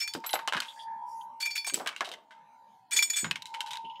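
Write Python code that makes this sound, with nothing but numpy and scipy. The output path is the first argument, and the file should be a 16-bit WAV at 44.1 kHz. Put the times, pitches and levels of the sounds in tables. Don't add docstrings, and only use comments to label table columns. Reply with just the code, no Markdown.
import sys
import numpy as np
from scipy import signal
from scipy.fft import rfft, irfft
from scipy.io import wavfile
from scipy.ndimage import uniform_filter1d

SR = 44100
rng = np.random.default_rng(int(sys.argv[2]) if len(sys.argv) > 2 else 0)


def digitize_waveform(pressure):
    field = np.atleast_2d(pressure).T
    bounded = np.clip(field, -1, 1)
    quanta = np.round(bounded * 32767).astype(np.int16)
    wavfile.write(sys.argv[1], SR, quanta)


def attenuation_scalar(level_db):
    decades = np.asarray(level_db, float) / 20
    return 10 ** decades


N = 176400


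def peak(x, db):
    return x * attenuation_scalar(db) / np.abs(x).max()


def band(x, hz, width):
    return signal.lfilter(*signal.iirpeak(hz, hz / width, SR), x)


def walk(rate):
    k = int(SR / rate)
    wander = uniform_filter1d(uniform_filter1d(rng.standard_normal(N), k), k)
    return wander / wander.std()


def add(out, start, x):
    i = int(start * SR)
    out[i:i + len(x)] += x[:N - i]


def grit(size):
    grain_db = 3 * np.minimum(rng.exponential(size=size // 40 + 1), 3)
    return rng.standard_normal(size) * attenuation_scalar(np.repeat(grain_db, 40)[:size])


def flutter(size):
    knots = np.arange(0, size + 300, 300)
    return np.interp(np.arange(size), knots, rng.standard_normal(len(knots)))


def ring(push, hz, t60):
    pole = np.exp(2j * np.pi * hz / SR - np.log(1000) / (t60 * SR))
    return signal.lfilter([1], [1, -pole], push).imag


def motor():
    # time in seconds, level in dB.
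    whine = np.array([(0, -69.5), (.2, -48), (.45, -43), (.67, -51), (0.949, -37), (1.14, -37.5),
                      (1.371, -45), (1.42, -49.5), (1.65, -61), (2.28, -61.5), (2.361, -54.5), (2.76, -54),
                      (2.879, -65.5), (2.928, -52), (3.2, -66), (3.591, -35.5), (3.84, -42), (4, -39)])
    orders = {13: -16, 14: -4.5, 15: -13}
    step_hz, poles = 64.9, 14
    wobble_db, gear_db, gear_width_hz = 3, -15.5, 67
    t = np.arange(N) / SR
    db = np.interp(t, whine[:, 0], whine[:, 1])
    phase = 2 * np.pi * step_hz * t + 0.035 * walk(9.6)
    lines = 0
    for k, level in orders.items():
        lines = lines + attenuation_scalar(level + wobble_db * walk(18)) * np.sqrt(2) * np.sin(k * phase + k * k)
    whine_hz = step_hz * poles
    gear = band(rng.standard_normal(N), whine_hz, gear_width_hz)
    gear = band(gear, whine_hz, 2 * gear_width_hz)
    return attenuation_scalar(db) * (lines + attenuation_scalar(gear_db) * gear / gear.std()) + hiss(db)


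def hiss(whine_db):
    # frequency in Hz, density in dB per Hz.
    colour = np.array([(60, -30.5), (198, -15.5), (437, -30), (620, -15), (924, -14), (1220, -27),
                       (6280, -38.5), (16000, -52.5)])
    # start in seconds, end in seconds, treble rise in dB.
    drags = [
        (0.642, 0.852, 20.5),
        (1.076, 1.251, 12.5),
    ]
    level_db, follow = -67.5, 0.2
    patch_db, patch_rate_hz = 6, 12
    t = np.arange(N) / SR
    logf = np.log(np.arange(N // 2 + 1) * SR / N + 1)
    spectrum = rfft(rng.standard_normal(N))
    spectrum = spectrum * attenuation_scalar(np.interp(logf, np.log(colour[:, 0]), colour[:, 1]))
    drag_db = 0
    for start, end, rise in drags:
        drag_db = drag_db + rise * uniform_filter1d(1. * (t > start) * (t < end), 1500)
    out = 0
    for hz in 40 * 2 ** (np.arange(70) / 8):
        patch = irfft(spectrum * np.exp(-((logf - np.log(hz)) / .05) ** 2), N)
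        out = out + attenuation_scalar(patch_db * walk(patch_rate_hz) + drag_db * (hz > 4500)) * patch
    return out * attenuation_scalar(level_db + follow * (whine_db + 62)) / out.std()


def metal(hits, freqs, modes):
    lean_db, scatter_db, waver_db = 12.5, 2, 1.5
    cloud_db, cloud_t60_s, choke_s = -16, 0.049, 0.03
    grit_db, strike_db = -6, -10
    out, t = np.zeros(N), np.arange(SR // 4) / SR
    next_swells = [h[0] + h[3] for h in hits[1:]] + [9]
    for (start, db, favoured_hz, swell), next_swell in zip(hits, next_swells):
        shape = t / swell * np.exp(1 - t / swell)
        push = grit(len(t)) * shape
        long = 0
        for hz, (level, t60) in zip(freqs, modes):
            gain, detune = rng.standard_normal(2)
            lean = lean_db * np.exp(-(np.log(hz / favoured_hz) / 0.11) ** 2)
            held = 0.49 if start > 2.8 and hz < 6800 else 1
            tone = ring(push, hz * (1 + 0.0012 * detune), t60 * held)
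            long = long + attenuation_scalar(level + scatter_db * gain + lean + waver_db * flutter(len(t))) * tone
        cloud = 0
        for pitch, loss in rng.random((18, 2)):
            cloud = cloud + attenuation_scalar(-12 * loss - 10 * pitch) * ring(push, 1600 * 15.0 ** pitch, cloud_t60_s)
        scrape = band(grit(len(t)) * (shape + attenuation_scalar(strike_db) * np.exp(-t / .03)), 4000, 6000)
        choke = 0.35 + 0.66 * np.exp(-np.maximum(t - (next_swell - start), 0) / choke_s)
        ringing = choke * (peak(long, 0) + peak(cloud, cloud_db))
        add(out, start, peak(ringing + peak(scrape, grit_db), db))
    return signal.sosfilt(signal.butter(4, 1400, "high", fs=SR, output="sos"), out)


def disc_scrapes():
    # start in seconds, peak in dB, favoured mode in Hz, time to swell in seconds.
    scrapes = [(0, -23.5, 5370, 0.0034), (.011, -24, 2350, 0.009), (.075, -23.5, 2350, 0.0018),
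               (1.40, -24, 4500, 0.013), (1.4255, -24.5, 2330, 0.0023), (1.452, -22, 2330, 0.0062),
               (1.501, -27, 4500, 0.0081), (1.552, -20.5, 2350, 0.0083), (1.577, -23.5, 4500, 0.0011),
               (1.645, -27, 2350, 0.0014), (1.664, -21, 8090, 0.0081), (2.909, -19, 7900, 0.02),
               (2.962, -11.5, 6500, 0.0059), (2.9895, -13.5, 2395, 0.00058), (3.023, -10.5, 3200, 0.0032),
               (3.099, -16, 6946, 0.003), (3.13, -24, 3460, 0.0069), (3.156, -17, 7400, 0.017)]
    disc_hz = [2352, 2395, 3461, 4498, 5370, 6500, 6946, 8091, 9583, 11042, 11648, 12990, 14505]
    # level in dB, decay t60 in seconds.
    disc_modes = [(-2, 0.23), (-5.5, 0.13), (-1, 0.18), (0.5, 0.15), (-2.5, 0.17), (-5, 0.15), (-1, 0.16),
                  (-4, 0.13), (-15.5, 0.18), (-38, 0.23), (-11.5, 0.071), (-26.5, 0.44), (-16, .12)]
    return metal(scrapes, disc_hz, disc_modes)


def cup_knocks():
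    # start in seconds, peak in dB, centre in Hz, rattle
    # length in seconds.
    knocks = [(0.1368, -22, 4910, 0.012), (0.15, -24.5, 1140, 0.0065), (0.2402, -27.5, 1290, 0.024),
              (0.293, -24.5, 3120, 0.01), (0.3313, -14.5, 3770, 0.0075), (0.3552, -19.5, 1290, 0.0096),
              (0.391, -26, 1090, 0.015), (0.4757, -16.5, 3000, 0.0085), (0.524, -15.5, 1560, 0.017),
              (0.5347, -20.5, 1220, 0.011), (0.548, -17, 1110, 0.019), (0.5677, -19, 1570, 0.018),
              (0.603, -15.5, 4220, 0.0033), (0.62, -24, 2530, 0.023), (1.6984, -22.5, 2350, 0.0057),
              (1.7374, -24.5, 7240, 0.0033), (1.7983, -30.5, 1700, 0.0033), (1.8614, -23, 1190, 0.028),
              (1.8732, -18, 2833, 0.011), (1.9633, -23, 2780, 0.021),
              (2.0075, -16, 1500, 0.01), (2.0469, -29, 2950, 0.024), (2.0902, -30, 3890, 0.004),
             (2.1158, -28, 3040, 0.0088), (2.1377, -32, 2120, 0.0063), (2.3085, -41.5, 1550, 0.03),
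             (3.2443, -21, 1440, 0.014), (3.3112, -10.5, 2390, 0.0047), (3.3573, -22, 2150, 0.0077),
             (3.4216, -27, 3860, 0.0033), (3.4565, -28.5, 3840, 0.022), (3.5406, -26.5, 2230, 0.017),
             (3.606, -18, 3060, 0.0059), (3.6622, -32.5, 3020, 0.03), (3.7077, -27.5, 3410, 0.02),
             (3.7334, -23.5, 2320, 0.0071), (3.7563, -26.5, 2650, 0.0089), (3.7715, -23, 3100, 0.0048)]
    # centre in Hz, width in Hz, level in dB.
    cup = [(1032, 190, -6), (1550, 99, -6), (2120, 51, -9.5), (2650, 14, -16), (3040, 220, -2.5),
           (3818, 99, -7), (7840, 380, -19.5)]
    crack_db, body_db, broad_db, scatter_db = 16.5, 2.5, 6, 5
    tail_db, tail_stretch = -20, 2.81
    out, t = np.zeros(N), np.arange(SR // 5) / SR
    for start, db, hz, length in knocks:
        bounces = np.convolve(rng.random(len(t)) < 120 / SR, np.exp(-t[:200] / 0.0017))[:len(t)]
        crack = attenuation_scalar(crack_db) * np.exp(-t / 0.00029)
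        rattle = np.exp(-t / length)
        tail = attenuation_scalar(tail_db) * np.exp(-t / (tail_stretch * length)) * (1 + 3. * bounces)
        push = grit(len(t)) * (crack + rattle + tail) * (1 - np.exp(-t / 0.00015))
        body = 0
        for f, width, level in cup:
            gain, detune = rng.standard_normal(2)
            mode = band(push, f * (1 + 0.028 * detune), width) / np.sqrt(width)
            body = body + attenuation_scalar(level + scatter_db * gain) * mode
        broad = band(band(push, hz, 1.9 * hz), hz, 1.7 * hz)
        own = peak(band(push, hz, 250), 0) + peak(broad, broad_db)
        add(out, start, peak(own + peak(band(body, hz, 0.84 * hz), body_db), db))
    return out


def soft(hits, width, rise):
    out, t = np.zeros(N), np.arange(SR // 3) / SR
    for start, db, hz, length in hits:
        push = grit(len(t)) * (1 - np.exp(-t / (rise * length))) * np.exp(-t / length)
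        add(out, start, peak(band(band(push, hz, width * hz), hz, 2 * width * hz), db))
    return out


def bench_thuds():
    # start in seconds, peak in dB, pitch in Hz, length in seconds.
    thuds = [(.148, -30.5, 295, 0.02), (.335, -16, 756, 0.024), (.478, -20, 980, 0.011),
             (.55, -35.5, 241, 0.024), (1.67, -32, 783, 0.013), (1.72, -36, 278, 0.07),
             (1.77, -33.5, 540, 0.018), (1.80, -30, 750, 0.028), (2.01, -24.5, 816, 0.019),
             (2.07, -35, 648, 0.061), (2.93, -46, 308, 0.084), (3.23, -32.5, 153, 0.047),
             (3.84, -48, 237, 0.018)]
    return soft(thuds, 0.72, rise=0.053)


def nut_hits():
    # start in seconds, peak in dB, favoured mode in Hz, scrape length in seconds.
    clinks = [
        (.262, -25, 12700, .002),
        (.304, -31, 12700, .003),
        (.338, -22.5, 12030, .003),
    ]
    nut_hz = [4020, 7800, 10470, 12707]
    # level in dB, decay t60 in seconds.
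    nut_modes = [(-13.5, .12), (-7, 0.044), (-13, 0.25), (-14, 0.11)]
    return metal(clinks, nut_hz, nut_modes)


def disc_ticks():
    # start in seconds, peak in dB, centre in Hz, length in seconds.
    ticks = [
        (.68, -34, 3450, 0.019),
        (.79, -38.5, 3380, 0.023),
        (.76, -47, 1760, .04),
        (.857, -46.5, 1710, .08),
        (1.21, -45, 3175, 0.005),
        (3.845, -39, 2926, 0.017),
        (3.895, -40, 2960, 0.016),
        (3.955, -42, 3030, 0.011),
    ]
    return soft(ticks, 0.096, rise=0.23)


def nut_ping():
    # start in seconds, peak in dB, mode in Hz, time to swell in seconds.
    ping = [
        (1.7418, -9.5, 7830, .0004),
    ]
    return metal(ping, [7830], [(0, 0.015)])


def room(dry):
    room_db, t60_s = -23, 0.32
    t = np.arange(SR // 3) / SR
    tail = band(rng.standard_normal(len(t)), 2500, 5000)
    tail = tail * np.exp(-np.log(1000) * t / t60_s) * (t > .004)
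    return attenuation_scalar(room_db) * signal.fftconvolve(dry, tail / np.sqrt(np.sum(tail ** 2)))[:N]


def scene():
    contacts = disc_scrapes() + cup_knocks() + bench_thuds() + nut_hits() + disc_ticks() + nut_ping()
    return (contacts + room(contacts) + motor())[None]


def roll_off(x):
    return signal.sosfilt(signal.butter(12, 16820, fs=SR, output="sos"), x)


def record(dry):
    x = signal.sosfilt(signal.butter(2, 90, "high", fs=SR, output="sos"), dry)
    x = signal.sosfilt(signal.ellip(8, .2, 60, 15600, fs=SR, output="sos"), x)
    return roll_off(x)


dry = scene()
out = record(dry)
digitize_waveform(out)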